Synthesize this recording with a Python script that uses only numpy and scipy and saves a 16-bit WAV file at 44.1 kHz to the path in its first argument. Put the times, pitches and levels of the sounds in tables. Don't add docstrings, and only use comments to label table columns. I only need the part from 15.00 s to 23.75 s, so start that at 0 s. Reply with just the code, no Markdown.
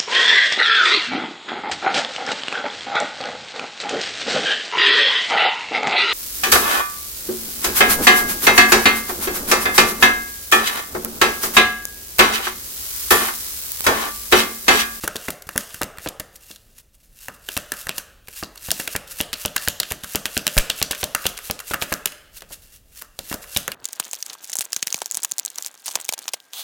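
import sys
import numpy as np
from scipy import signal
from scipy.fft import rfft, irfft
from scipy.io import wavfile
from scipy.ndimage import uniform_filter1d

SR = 44100
rng = np.random.default_rng(int(sys.argv[2]) if len(sys.argv) > 2 else 0)


def persist_wave(psi):
    counts = np.round(np.clip(psi, -1, 1) * 32767).astype(np.int16)
    wavfile.write(sys.argv[1], SR, np.atleast_2d(counts).T)


N = 385742

# (f/Hz, width/Hz, level/dB)
RUB = [(1634, 410, 4), (2750, 103, 13), (3840, 1770, -5.5)]
# (f/Hz, width/Hz, level/dB)
HISS = [(6960, 9700, -1.5), (9500, 4760, 6), (11740, 6250, 0)]
LEVEL_MS = 5


def undb(db):
    return 10 ** (np.asarray(db) / 20)


def band(x, hz, width):
    centre = min(hz, .45 * SR)
    sharpness = max(hz / width, .3)
    return signal.lfilter(*signal.iirpeak(centre, sharpness, SR), x)


def modes(x, table):
    return sum((-1) ** k * undb(db) * band(x, hz, width) for k, (hz, width, db) in enumerate(table))


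def peak(x, db):
    return x * undb(db) / np.abs(x).max()


def rms(x, db):
    return x * undb(db) / np.sqrt(np.mean(x ** 2))


def burst(x, db):
    return x * undb(db) * np.sqrt(LEVEL_MS * SR / 1000 / np.sum(x ** 2))


def walk(rate):
    k = int(SR / rate)
    steps = np.repeat(rng.standard_normal(N // k + 1), k)
    return uniform_filter1d(steps, k)[:N]


def hump(t, top_s):
    return t / top_s * np.exp(1 - t / top_s)


def play(table, voice, size):
    out = np.zeros(N + size)
    chance = rng.standard_normal((len(table), 2, size))
    t = np.arange(size) / SR
    for (s, *row), luck in zip(table, chance):
        start = int(s * SR)
        out[start:start + size] += voice(t, luck, *row)
    return out[:N]


def floor():
    # (f/Hz, relative level/dB per Hz)
    spectrum = [(15, -36), (25, 16.5), (49, 10.5), (335, -11.5), (545, -10), (936, -22), (1840, -22.5),
                (3720, -22.5), (13200, -23.5), (16000, -20.5)]
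    floor_db = -54.5
    hz, db = np.transpose(spectrum)
    f = np.arange(N // 2 + 1) * SR / N + 1
    gain = undb(np.interp(np.log(f), np.log(hz), db))
    noise = irfft(rfft(rng.standard_normal(N)) * gain, N)
    return rms(noise, floor_db) * undb(1.5 * walk(5))


def room(x, size=22050):
    # (f/Hz, t60/s, level/dB)
    bands = [(164, 0.27, -34.5), (523, 0.77, -43), (1290, 0.85, -46), (2880, 1, -53), (6040, 0.44, -47),
             (11900, 0.52, -53.5)]
    t = np.arange(size) / SR
    build_up = 1 - np.exp(-(t / 0.0039) ** 2)
    tail = 0
    for hz, t60, db in bands:
        noise = band(band(rng.standard_normal(size), hz, hz), hz, hz)
        decay = np.exp(-np.log(1000) * t / t60)
        tail = tail + undb(db) * noise * decay * build_up
    return signal.fftconvolve(x, tail)[:N]


def swishes():
    # (t/s of fastest slide, edge hiss level/dB, time/ms from half to full gain)
    slides = [(0.041, -31, 20), (0.253, -36.5, 69), (0.589, -38.5, 48), (0.752, -41, 68), (1.05, -36.5, 27),
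              (1.361, -49, 17), (1.435, -50, 14), (1.511, -43.5, 40), (1.712, -60, 120),
              (1.788, -44.5, 12.4), (1.95, -53.5, 9), (2.04, -55.5, 29), (2.245, -40, 44), (2.349, -50, 10),
              (2.546, -35, 47), (2.807, -36, 48), (2.987, -34, 19), (3.387, -33, 37), (3.668, -36.5, 38),
              (3.81, -33, 59), (3.932, -29, 15.5), (4.117, -31.5, 13), (4.197, -30.5, 24),
              (4.422, -33.5, 34), (4.64, -32, 37), (4.913, -34, 25), (5.126, -32.5, 41), (5.352, -34.5, 42),
              (5.575, -32, 52), (5.795, -31.5, 23), (6.012, -35, 43), (6.264, -33.5, 58), (6.473, -34, 35),
              (6.705, -30, 23), (6.828, -26.5, 11.4), (6.92, -37.5, 41), (7.375, -38.5, 18),
              (7.535, -35, 16.3), (7.64, -48.5, 33), (7.747, -45, 28), (7.992, -40, 34.5), (8.305, -36, 48),
              (8.43, -36.5, 7.2), (8.57, -32.5, 47)]
    slowing_share = 0.75
    face_rub_db = -12.5
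    t = np.arange(N) / SR
    speed = np.zeros(N)
    for s, hiss_db, rise_ms in slides:
        late = 1000 * (t - s) / rise_ms
        distance = np.where(late < 0, -late, late / slowing_share)
        speed += undb(hiss_db) * .5 ** (distance ** 1.25)
    catching = undb(1.5 * walk(150) + 3.5 * walk(700))
    grit = rng.standard_normal((2, N)) * catching
    edges = rms(modes(grit[0], HISS), 0)
    faces = rms(modes(grit[1], RUB), face_rub_db)
    return speed * (edges + faces)


def settle(t, luck, pocket_db, pocket_hz, crack_db, length_ms):
    rub_db, hiss_db = -16, -27.5
    top_ms = 11
    fits = undb(4.5 * np.sqrt(150) * uniform_filter1d(luck[1, ::-1], size=150))
    rub = band(luck[0] * fits, pocket_hz, .25 * pocket_hz)
    hiss = modes(luck[1] * fits, HISS)
    sound = rms(rub, pocket_db + rub_db) + rms(hiss, crack_db + hiss_db)
    return sound * hump(t, top_ms / 1000)


def gust(t, luck, gust_db):
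    return peak(hump(t, 0.0051) - 0.18 * hump(t, 0.013), gust_db)


def thud(t, luck, knock_db, puff_db):
    # (f/Hz, width/Hz, level/dB)
    deck = [(144, 200, 0), (268, 128, 7.5), (538, 670, 1.5), (601, 36, 8), (850, 3300, -13)]
    contact = -hump(t, 0.00013) + 0.45 * hump(t, 0.0043) * luck[0]
    blow = band(contact, 594, 1800)
    held = [(hz * (1 + .03 * luck[1, k]), width, db + 2.5 * luck[1, -1 - k])
            for k, (hz, width, db) in enumerate(deck)]
    dip = (1 - np.exp(-t / 0.00061)) * np.exp(-t / 0.0062)
    puff = -dip * np.cos(2 * np.pi * 65 * t) - 0.026 * hump(t, 0.11)
    return burst(modes(blow, held), knock_db) + peak(puff, puff_db)


def slap(t, luck, pocket_db, pocket_hz, crack_db, length_ms):
    contact = hump(t, 0.5 * max(length_ms, .3) / 1000)
    hits = contact * luck[0] * undb(9.35 * luck[1])
    soft = band(hits, pocket_hz, 1.66 * pocket_hz)
    air = band(soft, pocket_hz, .36 * pocket_hz)
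    pocket = air + undb(-7) * modes(soft, RUB)
    return burst(modes(hits, HISS), crack_db) + burst(pocket, pocket_db)


def scene():
    # (t/s, pocket level/dB, pocket f/Hz, edge crack level/dB, contact length/ms)
    slaps = [(0.0355, -27, 1150, -30, 4.6), (0.0483, -32, 1240, -40, 2.4), (0.0769, -20, 1530, -18.5, 1.4),
             (0.157, -29.5, 2930, -27.5, 2.5), (0.1639, -31, 3890, -28, 2.8),
             (0.2824, -23.5, 1870, -28, 2.7), (0.3033, -42, 2900, -23.5, 2.7),
             (0.421, -49.5, 1610, -35, 3.1), (0.469, -48, 1380, -40, 4.5), (0.49, -28, 1690, -29.5, 1.5),
             (0.5599, -28, 1290, -29, 2.4), (0.5779, -23, 1880, -11, 1.02), (0.6075, -40, 2770, -34, 2.3),
             (0.7056, -41, 2800, -56, 3.1), (0.743, -34, 1670, -30, 1.9), (0.8154, -22, 1250, -22.5, 2.2),
             (0.8229, -25, 1880, -34, 0.8), (0.832, -34, 2820, -22.5, 1.16), (0.8383, -45, 1220, -32, 3.2),
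             (0.9715, -42, 1800, -45, 2.4), (0.9836, -33.5, 1820, -35.5, 1.1),
             (1.0604, -29.5, 1280, -41, 1.8), (1.0734, -27, 2920, -46, 2.1), (1.086, -50, 4960, -25, 3),
             (1.1974, -32, 1790, -24, 3.8), (1.3562, -65, 5080, -37, 5.3), (1.5107, -37.5, 4040, -41, 4.1),
             (1.5576, -45, 4050, -43, 5.9), (2.2837, -27, 1360, -32, 0.62), (2.4872, -25, 2780, -28, 2.1),
             (2.5662, -22.5, 2870, -25, 3.2), (2.5747, -26, 1600, -19, 1.4), (2.719, -23, 1580, -20, 1.6),
             (2.7363, -46, 1550, -33, 3.5), (2.8685, -26.5, 1240, -30, 1.5), (2.8862, -37, 4790, -42, 2),
             (2.8922, -21.5, 2680, -23, 1), (2.9803, -29.5, 1590, -20, 1.8), (3.2716, -48, 2640, -46, 3.9),
             (3.283, -40.5, 2550, -34.5, 3.2), (3.4264, -28, 1230, -39, 1.6),
             (3.4342, -28.5, 4450, -38, 1.5), (3.5567, -45, 1450, -40.5, 2.2),
             (3.5743, -40.5, 4150, -39, 4), (3.6855, -36, 1550, -38, 2.9), (3.7056, -21.5, 3490, -23, 1.3),
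             (3.7145, -24.5, 4830, -12.5, 1.7), (3.7968, -24.5, 1990, -23.5, 4.4),
             (3.8752, -23, 2700, -23.5, 2.5), (3.952, -23.5, 1720, -48, 1.1), (3.9617, -29, 2610, -19, 2.7),
             (4.0723, -47, 3660, -39, 8.4), (4.2035, -17.5, 3040, -47, 1.0),
             (4.2111, -37, 4910, -17.5, 0.9), (4.33, -22.5, 2790, -24.5, 3), (4.3373, -26, 4230, -30, 2.8),
             (4.4505, -20, 2930, -39, 1.0), (4.458, -54, 4640, -17.5, 2), (4.5617, -17, 1640, -14.5, 2.9),
             (4.5783, -24, 4360, -52, 2.1), (4.6761, -18, 2980, -32, 0.96), (4.6843, -46, 4590, -10.5, 0.6),
             (4.8003, -19.5, 4130, -15.5, 2.3), (4.8312, -23, 2840, -30, 1.6), (4.905, -31, 3140, -28, 4.1),
             (4.9137, -30, 1840, -40, 1), (4.9203, -37, 3050, -20, 0.56), (5.0343, -35, 3180, -30.5, 3.8),
             (5.0392, -31.5, 1440, -29, 7.1), (5.1489, -24.5, 2780, -37.5, 0.96),
             (5.1567, -30.5, 2920, -13, 1.5), (5.162, -28.5, 1510, -30, 2.3),
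             (5.2553, -19, 2780, -22.5, 2.4), (5.261, -31, 1500, -26, 3.8), (5.3672, -18.5, 2800, -32, 1.3),
             (5.3763, -26, 5010, -17.5, 1.0), (5.4672, -20, 2780, -14.5, 1.3),
             (5.4773, -20, 2920, -17, 1.4), (5.5682, -25, 1710, -24.5, 1.4),
             (5.5773, -11, 2760, -12.5, 2.6), (5.5842, -20, 2350, -9.5, 2), (5.698, -15, 3350, -16, 2.9),
             (5.8153, -21.5, 2770, -43, 1.1), (5.8262, -19, 4510, -13.5, 1.9), (5.91, -22, 3270, -19, 2.9),
             (5.9167, -30.5, 4110, -26, 5.2), (5.9295, -26, 1660, -38, 3.5), (5.9477, -30, 2780, -33, 4.8),
             (6.0095, -41.5, 2700, -28.5, 6.1), (6.0297, -21, 2830, -44, 1.3),
             (6.039, -31.5, 4870, -18, 2.6), (6.1483, -16, 1560, -14.5, 2), (6.241, -33, 2590, -36, 3.3),
             (6.255, -21.5, 2850, -39, 1.2), (6.2649, -20.5, 3220, -14.5, 3), (6.3692, -41, 4010, -36, 5.1),
             (6.3763, -34, 2750, -31, 2.6), (6.3886, -32, 1560, -34, 1.6), (6.499, -25, 2660, -51, 0.8),
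             (6.5101, -29, 4630, -18.5, 1.2), (6.5907, -34, 2810, -34, 1.8), (6.6014, -32, 1530, -29, 3.9),
             (6.7106, -28.5, 2730, -31, 4.6), (6.7351, -19.5, 1290, -25, 2.1),
             (6.7412, -19, 1480, -22, 1.6), (6.8156, -25, 3040, -38, 1.4), (6.8219, -19, 2560, -25, 3.7),
             (6.9231, -19, 1520, -21, 4.2), (6.939, -32, 1550, -19.5, 0.51), (7.057, -24, 2750, -13.5, 2.5),
             (7.1183, -38, 2630, -40, 3.8), (7.4066, -44, 3100, -44, 1.5), (7.4204, -39, 2590, -40, 2.3),
             (8.0147, -42, 1700, -37, 3.5), (8.0214, -35.5, 1210, -31, 0.91), (8.1896, -32, 3930, -26, 1.9),
             (8.296, -71, 5200, -31, 4.9), (8.315, -31, 1590, -38, 1.4), (8.3264, -25.5, 1310, -27, 1.5),
             (8.3396, -39, 1580, -24.5, 3.4), (8.439, -38, 1560, -40, 3.4), (8.5468, -39, 4290, -32, 4.6),
             (8.5628, -17, 2890, -28, 2.1), (8.571, -30, 3670, -13, 1.6), (8.6787, -23.5, 1710, -21, 1.04),
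             (8.7177, -27.5, 2690, -27.5, 2.3)]
    # (t/s, deck knock level/dB, air puff peak level/dB)
    thuds = [(0.0377, -24.5, -26), (0.0762, -26.5, -38), (0.1554, -26, -34), (0.2838, -21.5, -26.5),
             (0.469, -71, -36), (0.4902, -37.5, -45), (0.557, -24, -26), (0.5775, -28.5, -36),
             (0.7435, -45, -35), (0.8131, -20, -30), (0.8326, -33, -26.5), (0.9836, -53, -34),
             (1.0608, -21, -39), (1.0738, -36, -30), (1.199, -33, -29), (1.5046, -41, -55),
             (2.2845, -32.5, -39), (2.4873, -34.5, -50), (2.5669, -25, -24), (2.7189, -30, -40),
             (2.8682, -36, -31), (2.8914, -28.5, -41), (2.9797, -35, -42), (3.2836, -42.5, -40),
             (3.4267, -26.5, -28.5), (3.6859, -31.5, -25), (3.7139, -27.5, -49), (3.7965, -27.5, -45),
             (3.8772, -33, -39), (3.9522, -23.5, -23), (4.2036, -21.5, -23.5), (4.331, -35, -38),
             (4.4516, -22.5, -22), (4.56, -31.5, -37), (4.6773, -23.5, -19.5), (4.8013, -28.5, -42),
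             (4.9141, -26, -23), (5.0368, -37, -32), (5.1491, -20.5, -23), (5.2543, -31, -34.5),
             (5.3681, -21.5, -22), (5.4671, -23.5, -34), (5.5675, -19.5, -13.5), (5.5787, -21.5, -46),
             (5.6979, -28, -33), (5.8155, -23, -21.5), (5.9087, -26, -29), (6.0317, -20.5, -22),
             (6.1488, -28.5, -34.5), (6.2551, -20.5, -22.5), (6.4991, -23, -22.5), (6.7101, -24.5, -26),
             (6.7403, -25.5, -29), (6.821, -23.5, -26), (6.9206, -20, -22.5), (7.0587, -31.5, -41),
             (7.4214, -39.5, -56), (7.5071, -40, -55), (8.0218, -43.5, -59), (8.1902, -31.5, -34.5),
             (8.3133, -26, -29), (8.3411, -26.5, -28.5), (8.5635, -25.5, -21), (8.6793, -26, -42)]
    # (t/s, peak level/dB)
    gusts = [(5.5775, -4.5)]
    rubbing = swishes() + play(slaps, settle, size=8192)
    near, *sides = (play(slaps, slap, size=1024) + play(thuds, thud, size=12288) + rubbing
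                    for _ in range(3))
    echo = sum(room(side) for side in sides)
    sound = near + play(gusts, gust, size=8192) + echo + floor()
    return np.tile(sound, (2, 1))


def record(dry):
    top_hz = 16300
    sound = signal.sosfilt(signal.butter(1, 15, "high", fs=SR, output="sos"), dry)
    sound = np.clip(sound, -.9, .9)
    return signal.sosfilt(signal.ellip(10, .2, 70, top_hz, fs=SR, output="sos"), sound)


dry = scene()
out = record(dry)
persist_wave(out)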